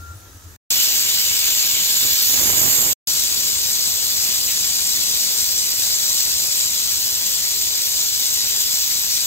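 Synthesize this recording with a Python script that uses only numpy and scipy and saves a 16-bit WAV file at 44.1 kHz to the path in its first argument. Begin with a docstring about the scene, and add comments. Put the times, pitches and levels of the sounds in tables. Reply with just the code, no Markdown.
"""Pressure cooker in a tiled kitchen

A quiet room with a low rumble and a distant tone is heard at two microphone ports. The sound drops out;
then a turbulent jet of steam roars past the weight valve, excites its resonances and buffets the ports,
while the echo off a hand nearing the right port sweeps a comb filter through the hiss.
After a second dropout the jet hisses on, a little calmer, and spits two droplets."""
import sys
import numpy as np
from scipy import signal
from scipy.fft import rfft, irfft, next_fast_len
from scipy.io import wavfile
from scipy.ndimage import uniform_filter1d, map_coordinates

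SR = 44100
rng = np.random.default_rng(int(sys.argv[2]) if len(sys.argv) > 2 else 0)


def output_pcm(signal):
    """Save a mono or channel-first signal as 16-bit PCM at the path in sys.argv[1].

    Samples are clipped to [-1, 1] before scaling.
    """
    pcm = np.clip(np.atleast_2d(signal).T, -1, 1) * 32767
    wavfile.write(sys.argv[1], SR, np.round(pcm).astype(np.int16))


N = 408366
TIME = np.arange(N) / SR
STEAM_START_S, SECOND_BURST_S = .65, 3  # each falls inside a dropout
FIRST_BURST = TIME < SECOND_BURST_S


def amp(db):
    """Amplitude ratio of a level in decibels."""
    return 10 ** (np.asarray(db) / 20)


def unit(x):
    """Normalisation of each channel to an rms of 1."""
    return x / np.sqrt(np.mean(x ** 2, axis=-1, keepdims=True))


def ramp(start_s, length_s):
    """Linear rise from 0 to 1."""
    return np.clip((TIME - start_s) / length_s, 0, 1)


def over_frequency(rows, hz):
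    """Interpolation of each column after the first on a logarithmic frequency axis."""
    knots_hz, *columns = np.transpose(rows)
    return np.array([np.interp(np.log(hz + 1), np.log(knots_hz + 1), c) for c in columns])


def over_time(rows):
    """Linear interpolation of each column after the first, one value a sample."""
    knots_s, *columns = np.transpose(rows)
    return np.array([np.interp(TIME, knots_s, c) for c in columns])


def wobble(rate):
    """Smooth random modulation: a spline through `rate` Gaussian knots a second."""
    return map_coordinates(rng.standard_normal(int(N * rate / SR) + 4), [TIME * rate])


def filtered(x, response):
    """Linear filtering: the spectrum is multiplied by a complex frequency response."""
    size = next_fast_len(N + 8192)
    return irfft(rfft(x, size) * response(np.fft.rfftfreq(size, 1 / SR)), size)[..., :N]


def port_pair(noises, coherence, left_lead):
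    """Partial coherence: independent noises mix as mid and side, then part in phase."""
    angle = lambda hz: np.arccos(np.clip(coherence(hz), 0, 1)) / 2
    mid, side = filtered(noises, lambda hz: np.array([np.cos(angle(hz)), np.sin(angle(hz))]))
    pair = np.array([mid + side, mid - side])
    return filtered(pair, lambda hz: np.exp(.5j * np.outer([1, -1], left_lead(hz))))


# Flicker of the hiss. Each row: frequency in Hz, standard deviation of the gain in dB.
FLICKER_DEPTH = [(1000, 1), (3000, 1.7), (5500, 1.2), (7500, 2), (9500, 3.6), (12000, 2.6), (16000, 3)]

def flickering_noise():
    """Random modulation: two noises flicker together in time and frequency, deepest in the treble."""
    hz, _, spectra = signal.stft(rng.standard_normal((2, N)), SR, nperseg=512)
    patches = uniform_filter1d(rng.standard_normal(spectra.shape[1:]), size=3, axis=0)
    patches = uniform_filter1d(patches, size=8, axis=1)
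    gain = amp(over_frequency(FLICKER_DEPTH, hz).T * patches / patches.std())
    return signal.istft(spectra * unit(gain), nperseg=512)[1][:, :N]


# Spectrum of the quiet kitchen. Each row: frequency in Hz, relative level in dB.
ROOM_SPECTRUM = [(20, -20), (55, 1), (100, 0), (125, -11), (242, -15), (296, -9.5), (340, -14), (408, -16),
                 (1090, -19), (1330, -14), (1470, -17), (1750, -16), (2100, -24), (2740, -23), (4000, -21),
                 (5100, -21.5), (6500, -15.5), (8600, -23), (9510, -24), (15700, -22)]
# Room noise at the two ports. Each row: frequency in Hz, coherence from 0 to 1.
ROOM_COHERENCE = [(130, 0.7), (300, 0.86), (640, 0.34), (1500, .05), (6800, .2), (15000, 0.59)]

def room_noise(level_db=-43.5):
    """Ambient noise, strongest and most coherent in the bass."""
    air = port_pair(flickering_noise(), lambda hz: over_frequency(ROOM_COHERENCE, hz)[0], np.zeros_like)
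    return amp(level_db) * unit(filtered(air, lambda hz: amp(over_frequency(ROOM_SPECTRUM, hz))))


# Chance swells of the low rumble. Each row: time in seconds, rms level in dB averaged over the ports.
RUMBLE_SWELLS = [(0.0, -34), (0.066, -46), (0.116, -31), (0.136, -53), (0.162, -33), (0.202, -61),
                 (0.264, -41), (0.298, -57), (0.37, -39), (0.404, -62), (0.43, -45), (0.472, -37),
                 (0.516, -50), (0.536, -46), (0.56, -46)]
# Pitch wander of the low rumble. Each row: time in seconds, frequency in Hz.
RUMBLE_WANDER = [(0, 84), (.11, 82), (.15, 95), (.36, 94.3), (.43, 87.7), (.57, 74)]

def room_rumble():
    """A narrow-band rumble near 80 Hz, formed as a carrier with irregular swells and wandering pitch."""
    level_db = uniform_filter1d(over_time(RUMBLE_SWELLS)[0], size=SR // 90)
    hz = over_time(RUMBLE_WANDER)[0] + 2 * wobble(20)
    wave = np.sqrt(2) * np.sin(2 * np.pi * np.cumsum(hz) / SR)
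    return amp(level_db) * wave * amp([[1.2], [-1.2]])


def distant_whistle(stop_s=.12, drop_s=.3, drop_hz=74.4, sink_hz_per_s=150, afterglow_t60_s=1.2):
    """A tone swells and stops; its afterglow decays exponentially, steps down in pitch, then sinks."""
    stopped = ramp(stop_s, .03)
    hz = 1385 - 12 * stopped - drop_hz * ramp(drop_s, .027)
    hz -= sink_hz_per_s * np.maximum(TIME - drop_s, 0)
    held = amp(-39.5 + 2.5 * ramp(0, .09)) * (1 - stopped)
    afterglow = amp(-44.5 - 60 * (TIME - stop_s) / afterglow_t60_s) * ramp(stop_s, .12)
    flicker = amp([1.3 * wobble(40), 1.2 * wobble(40) - 4])
    phase = 2 * np.pi * np.cumsum(hz) / SR
    return (held + afterglow) * flicker * np.sin(phase + [[0], [1.5]])


def faint_whine(hz=1695):
    """A single spectral line under random amplitude modulation."""
    return amp(-74 + 4 * wobble(30)) * np.sin(2 * np.pi * hz * TIME)


def rumble_under_steam(centre_hz=80, width_hz=28):
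    """Narrow-band noise, coherent at both ports, carries the room's rumble on."""
    band = filtered(rng.standard_normal(N), lambda hz: np.exp(-((hz - centre_hz) / width_hz) ** 2))
    return amp([[-53], [-55]]) * unit(band)


# Spectrum of the buffeting. Each row: frequency in Hz, relative level in dB.
BUFFET_SPECTRUM = [(20, -32), (40, -8), (70, 0), (200, -4.5), (600, -7.5), (1300, -13.5), (2500, -17),
                   (6000, -18)]
# Draught as each burst of steam begins. Each row: left level in dB, right level in dB.
DRAUGHT_LEVELS = [(-38, -37), (-36, -39)]
# Gusts on the right port. Each row: start in seconds, length in seconds, right and left gain in dB.
PORT_GUSTS = [(1.977, 0.071, 9, 0), (2.257, 0.62, 13, -5.5)]

def draught(sag_db_per_s=.68, gust_edge_s=.12, left_edge_s=.32, gust_sag_db_per_s=.3):
    """Eddies thump each port independently; gusts rise, ease and fall, and the second burst sags."""
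    first_db, second_db = np.array(DRAUGHT_LEVELS)[:, :, None]
    level_db = np.where(FIRST_BURST, first_db, second_db - sag_db_per_s * (TIME - SECOND_BURST_S))
    for start, length, right_db, left_db in PORT_GUSTS:
        left = left_db * ramp(start, min(length, left_edge_s))
        right = right_db * ramp(start, gust_edge_s)
        right -= gust_sag_db_per_s * np.maximum(TIME - start - .25, 0)
        release = (1 - ramp(start + length, gust_edge_s)) * FIRST_BURST
        level_db += release * np.array([left, right])
    lumps = amp([.36 * wobble(15) + 2.73 * wobble(250) for port in "LR"])
    eddies = lumps * rng.standard_normal((2, N))
    buffeting = filtered(eddies, lambda hz: amp(over_frequency(BUFFET_SPECTRUM, hz)))
    return amp(level_db) * unit(buffeting)


def tile_reverberation(x, level_db=-18, t60_s=.08):
    """Dense, exponentially decaying reflections add a fine, steady ripple to each port's spectrum."""
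    t = np.arange(SR // 8) / SR
    tail = rng.standard_normal((2, len(t))) * amp(-60 * t / t60_s) * (t > .003)
    tail /= np.linalg.norm(tail, axis=1, keepdims=True)
    return x + amp(level_db) * signal.fftconvolve(x, tail, axes=1)[:, :N]


# Echoes off tiles and lid. Each row: delay in milliseconds, left and right gain in dB.
NEAR_ECHOES = [(1.08, -26, -28), (2.0, -29, -25), (3.7, -23, -32), (4.84, -28, -32)]

def early_reflections(x, cutoff_hz=9000):
    """Interference with weak, dull, delayed copies ripples the spectrum."""
    delay_ms, *gain_db = np.transpose(NEAR_ECHOES)
    echoes = lambda hz: amp(gain_db) @ np.exp(-2j * np.pi * np.outer(delay_ms / 1000, hz))
    return filtered(x, lambda hz: 1 + echoes(hz) / (1 + (hz / cutoff_hz) ** 4))


# The hand nearing the right port. Each row: time in seconds, extra path of its echo in centimetres.
HAND_DETOUR = [(1.7, 14.5), (1.9, 10.3), (2.05, 9.86), (2.4, 6.54), (2.6, 5.9), (2.93, 5.6)]

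def hand(direct, reach_cm=12.4, shade_db=2.5, treble_far_db=-6, treble_near_db=3):
    """Comb filtering: the teeth rise as the echo path shortens; the palm shades but gathers treble."""
    detour_cm, = over_time(HAND_DETOUR)
    closeness = 1 / detour_cm
    nearness = (closeness - closeness.min()) / np.ptp(closeness)
    # The small, soft reflector shifts the phase and scatters the extremes of the spectrum.
    reflection_hz_db = [(2000, -2), (7000, 0), (12500, .5), (15000, -3)]
    reflected = filtered(direct, lambda hz: np.exp(1.5j) * amp(over_frequency(reflection_hz_db, hz)[0]))
    delay_s = detour_cm / 34300  # speed of sound in cm/s
    echo = map_coordinates(reflected, [np.arange(N) - delay_s * SR], mode="nearest")
    strength = np.clip(1.6 * (reach_cm / detour_cm - 1), .15, .6)
    combed = direct + FIRST_BURST * strength * echo
    treble = filtered(combed, lambda hz: 1 / (1 + (7000 / (hz + 1)) ** 4))
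    treble_db = treble_far_db + (treble_near_db - treble_far_db) * nearness
    cupped = combed + (amp(treble_db) - 1) * treble
    return np.where(FIRST_BURST, amp(-shade_db * nearness) * cupped, direct)


# Spat droplets. Each row: time in seconds, level in dB, centre in Hz, width in natural log frequency.
DROPLETS = [(3.15, -29, 4430, 0.21), (4.5, -29, 2740, 0.31)]

def droplets(half_length_s=.02):
    """A droplet in the valve gap makes a puff: band-limited noise in a Gaussian envelope."""
    puffs = np.zeros(N)
    for peak_s, level_db, centre_hz, width in DROPLETS:
        passband = lambda hz: np.exp(-(np.log((hz + 1) / centre_hz) / width) ** 2)
        band = unit(filtered(rng.standard_normal(N), passband))
        puffs += amp(level_db) * band * np.exp(-((TIME - peak_s) / half_length_s) ** 2)
    return puffs


# Broad spectrum of the jet. Each row: frequency in Hz, then spectral levels in dB, before the flow's
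# gain, for strong flow left and right and for calm flow left and right.
JET_SPECTRUM = [(300, -100, -87.5, -77, -89), (1300, -68, -83, -73.5, -79.5),
                (2060, -64.5, -70.5, -68.5, -71.5), (2940, -55.5, -64, -66.5, -66),
                (4060, -53, -59.5, -57, -56), (5800, -55, -62.5, -55.5, -56),
                (6760, -55.5, -55, -58, -58.5), (7580, -54.5, -55.5, -52.5, -54.5),
                (8250, -62, -69, -56, -60), (8800, -59, -70, -62, -75.5), (9260, -70, -66, -62.5, -63),
                (10040, -71.5, -72, -70.5, -66.5), (11200, -64, -58, -70, -66.5),
                (12670, -57, -55.5, -61, -54.5), (13800, -58.5, -54, -61.5, -61),
                (15700, -57, -55, -61, -60)]
# Resonances and dips of lid, weight and ports. Each row: centre in Hz, width in Hz, then gains in dB
# for strong flow left and right and for calm flow left and right.
RESONANCES = [(1624, 100, 4.5, 8, -2.5, 0), (1835, 58, 1, -5.5, -1.5, -6), (2246, 60, 7.5, 6, -1, 2),
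              (2450, 68, 0.5, -3, 0, 5), (2650, 43, -3, -3.5, 3, 1), (2970, 45, 1.5, 10, 7.5, 3),
              (3400, 51, -2.5, 1, 2.5, 1), (3420, 63, 6, 0.5, 3, 6), (3770, 80, 0.5, 7, -3.5, -7),
              (3855, 76, -0.5, -5, 6, 4), (4120, 67, 3, -5, -4, -3), (4153, 44, -3, 5, 2.5, 8),
              (4600, 83, 1.5, 2, 1.5, 1), (4820, 100, 2, 3, 2, 1), (4950, 70, 1, -4, 1, 5),
              (6430, 130, 0, -8.5, 4, 0.5), (6740, 99, 2, -2, 2.5, 5), (6900, 210, 6, 6, 1, 1),
              (7220, 100, -2.5, -3, 3.5, 1.5), (7520, 260, 3.5, 3.5, 1.5, 1.5),
              (8150, 160, 7.5, 6.5, 1, -1), (12400, 330, 4, 1, -2.5, -4)]

def jet_colour(hz, frame_s, pitch_drift=.0025, depth_drift=.12, drift_rate=9):
    """Resonance: narrow Lorentzian peaks and dips, drifting in pitch and depth, lie on a broad shape."""
    centre_hz, width_hz, *peak_db = np.transpose(RESONANCES)
    offset = 2 * (hz - centre_hz[:, None]) / width_hz[:, None]
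    narrow_db = np.array(peak_db) @ (1 / (1 + offset ** 2))
    frames = np.minimum(frame_s * SR, N - 1).astype(int)
    drifted_hz = np.outer(hz, 1 + pitch_drift * wobble(drift_rate)[frames])
    depth = 1 + depth_drift * wobble(drift_rate)[frames]
    drifted_db = np.array([np.interp(drifted_hz, hz, curve) for curve in narrow_db])
    return amp(over_frequency(JET_SPECTRUM, hz)[..., None] + depth * drifted_db)


# Stereo width and phase of the hiss. Each row: frequency in Hz, coherence 0 to 1, left lead in radians.
HISS_STEREO = [(200, 0.6, .1), (2020, 0.34, 1.45), (4400, 0.64, 2.89), (5990, 0.84, 4.54),
               (8140, 0.07, 7.6), (8910, 0.96, 8.3), (10800, 0.87, 13.1), (13450, 0.72, 11.1),
               (15600, 0.06, 16)]
# Flow of steam. Each row: time in seconds, gain in dB, share of the strong-flow spectrum from 0 to 1.
STEAM_FLOW = [(.7, 0.2, 0.6), (1.05, -0.54, 0.66), (1.9, -1, 0.7), (2.25, -0.5, 0.77), (2.45, -0.9, 0.56),
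              (2.65, -2, 0.55), (2.93, -2.5, 0.5), (3.07, .5, 0.12), (3.6, -1.26, 0.16), (5.9, 0, 0),
              (7, -1.4, 0.12), (8, -1, 0.09), (8.5, -0.5, 0.12), (9.26, -1.5, 0.14)]

def steam_jet(first_right_db=3.5, second_right_db=-1.5):
    """Turbulent jet noise from the valve gap; the weight rocks, so the flow flutters."""
    flutter = amp(.3 * wobble(9) + .3 * wobble(20) + .9 * wobble(300))
    coherence = lambda hz: over_frequency(HISS_STEREO, hz)[0]
    left_lead = lambda hz: over_frequency(HISS_STEREO, hz)[1]
    hiss = port_pair(flutter * flickering_noise(), coherence, left_lead)
    hz, frame_s, spectra = signal.stft(hiss, SR, nperseg=2048)
    gain = np.sqrt(SR / 2) * jet_colour(hz, frame_s)  # white noise spreads its power over SR / 2
    strong, calm = signal.istft(spectra * gain.reshape(2, *spectra.shape), nperseg=2048)[1][..., :N]
    flow_db, strong_share = over_time(STEAM_FLOW)
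    right_db = np.where(FIRST_BURST, first_right_db, second_right_db)
    return amp([flow_db, flow_db + right_db]) * (strong_share * strong + (1 - strong_share) * calm)


def scene():
    """Superposition: the quiet room first, then the steam with its reflections, draught and rumble."""
    steam = tile_reverberation(early_reflections(steam_jet() + droplets()))
    steam[1] = hand(steam[1])
    room = room_noise() + room_rumble() + distant_whistle() + faint_whine()
    return np.where(TIME < STEAM_START_S, room, steam + draught() + rumble_under_steam())


# Audible spans around the two dropouts. Each row: start in seconds, end in seconds.
AUDIBLE_SPANS = [(0, .5645), (.7045, 2.9325), (3.0724, 9.3)]

def record(dry, ceiling=.95, step_db=-17, tail_db_per_s=3200, cutoff_hz=15730):
    """Soft saturation, a gate that steps down to a faint tail and reopens abruptly, then a low-pass."""
    saturated = dry / (1 + np.abs(dry / ceiling) ** 6) ** (1 / 6)
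    gate = np.zeros(N)
    for start, end in AUDIBLE_SPANS:
        tail = amp(step_db - tail_db_per_s * np.abs(TIME - end))
        gate += (TIME >= start) * np.where(TIME < end, 1, tail)
    gate = uniform_filter1d(gate, size=15)
    return filtered(gate * saturated, lambda hz: (1 - np.tanh((hz - cutoff_hz) / 70)) / 2)


dry = scene()
out = record(dry)
output_pcm(out)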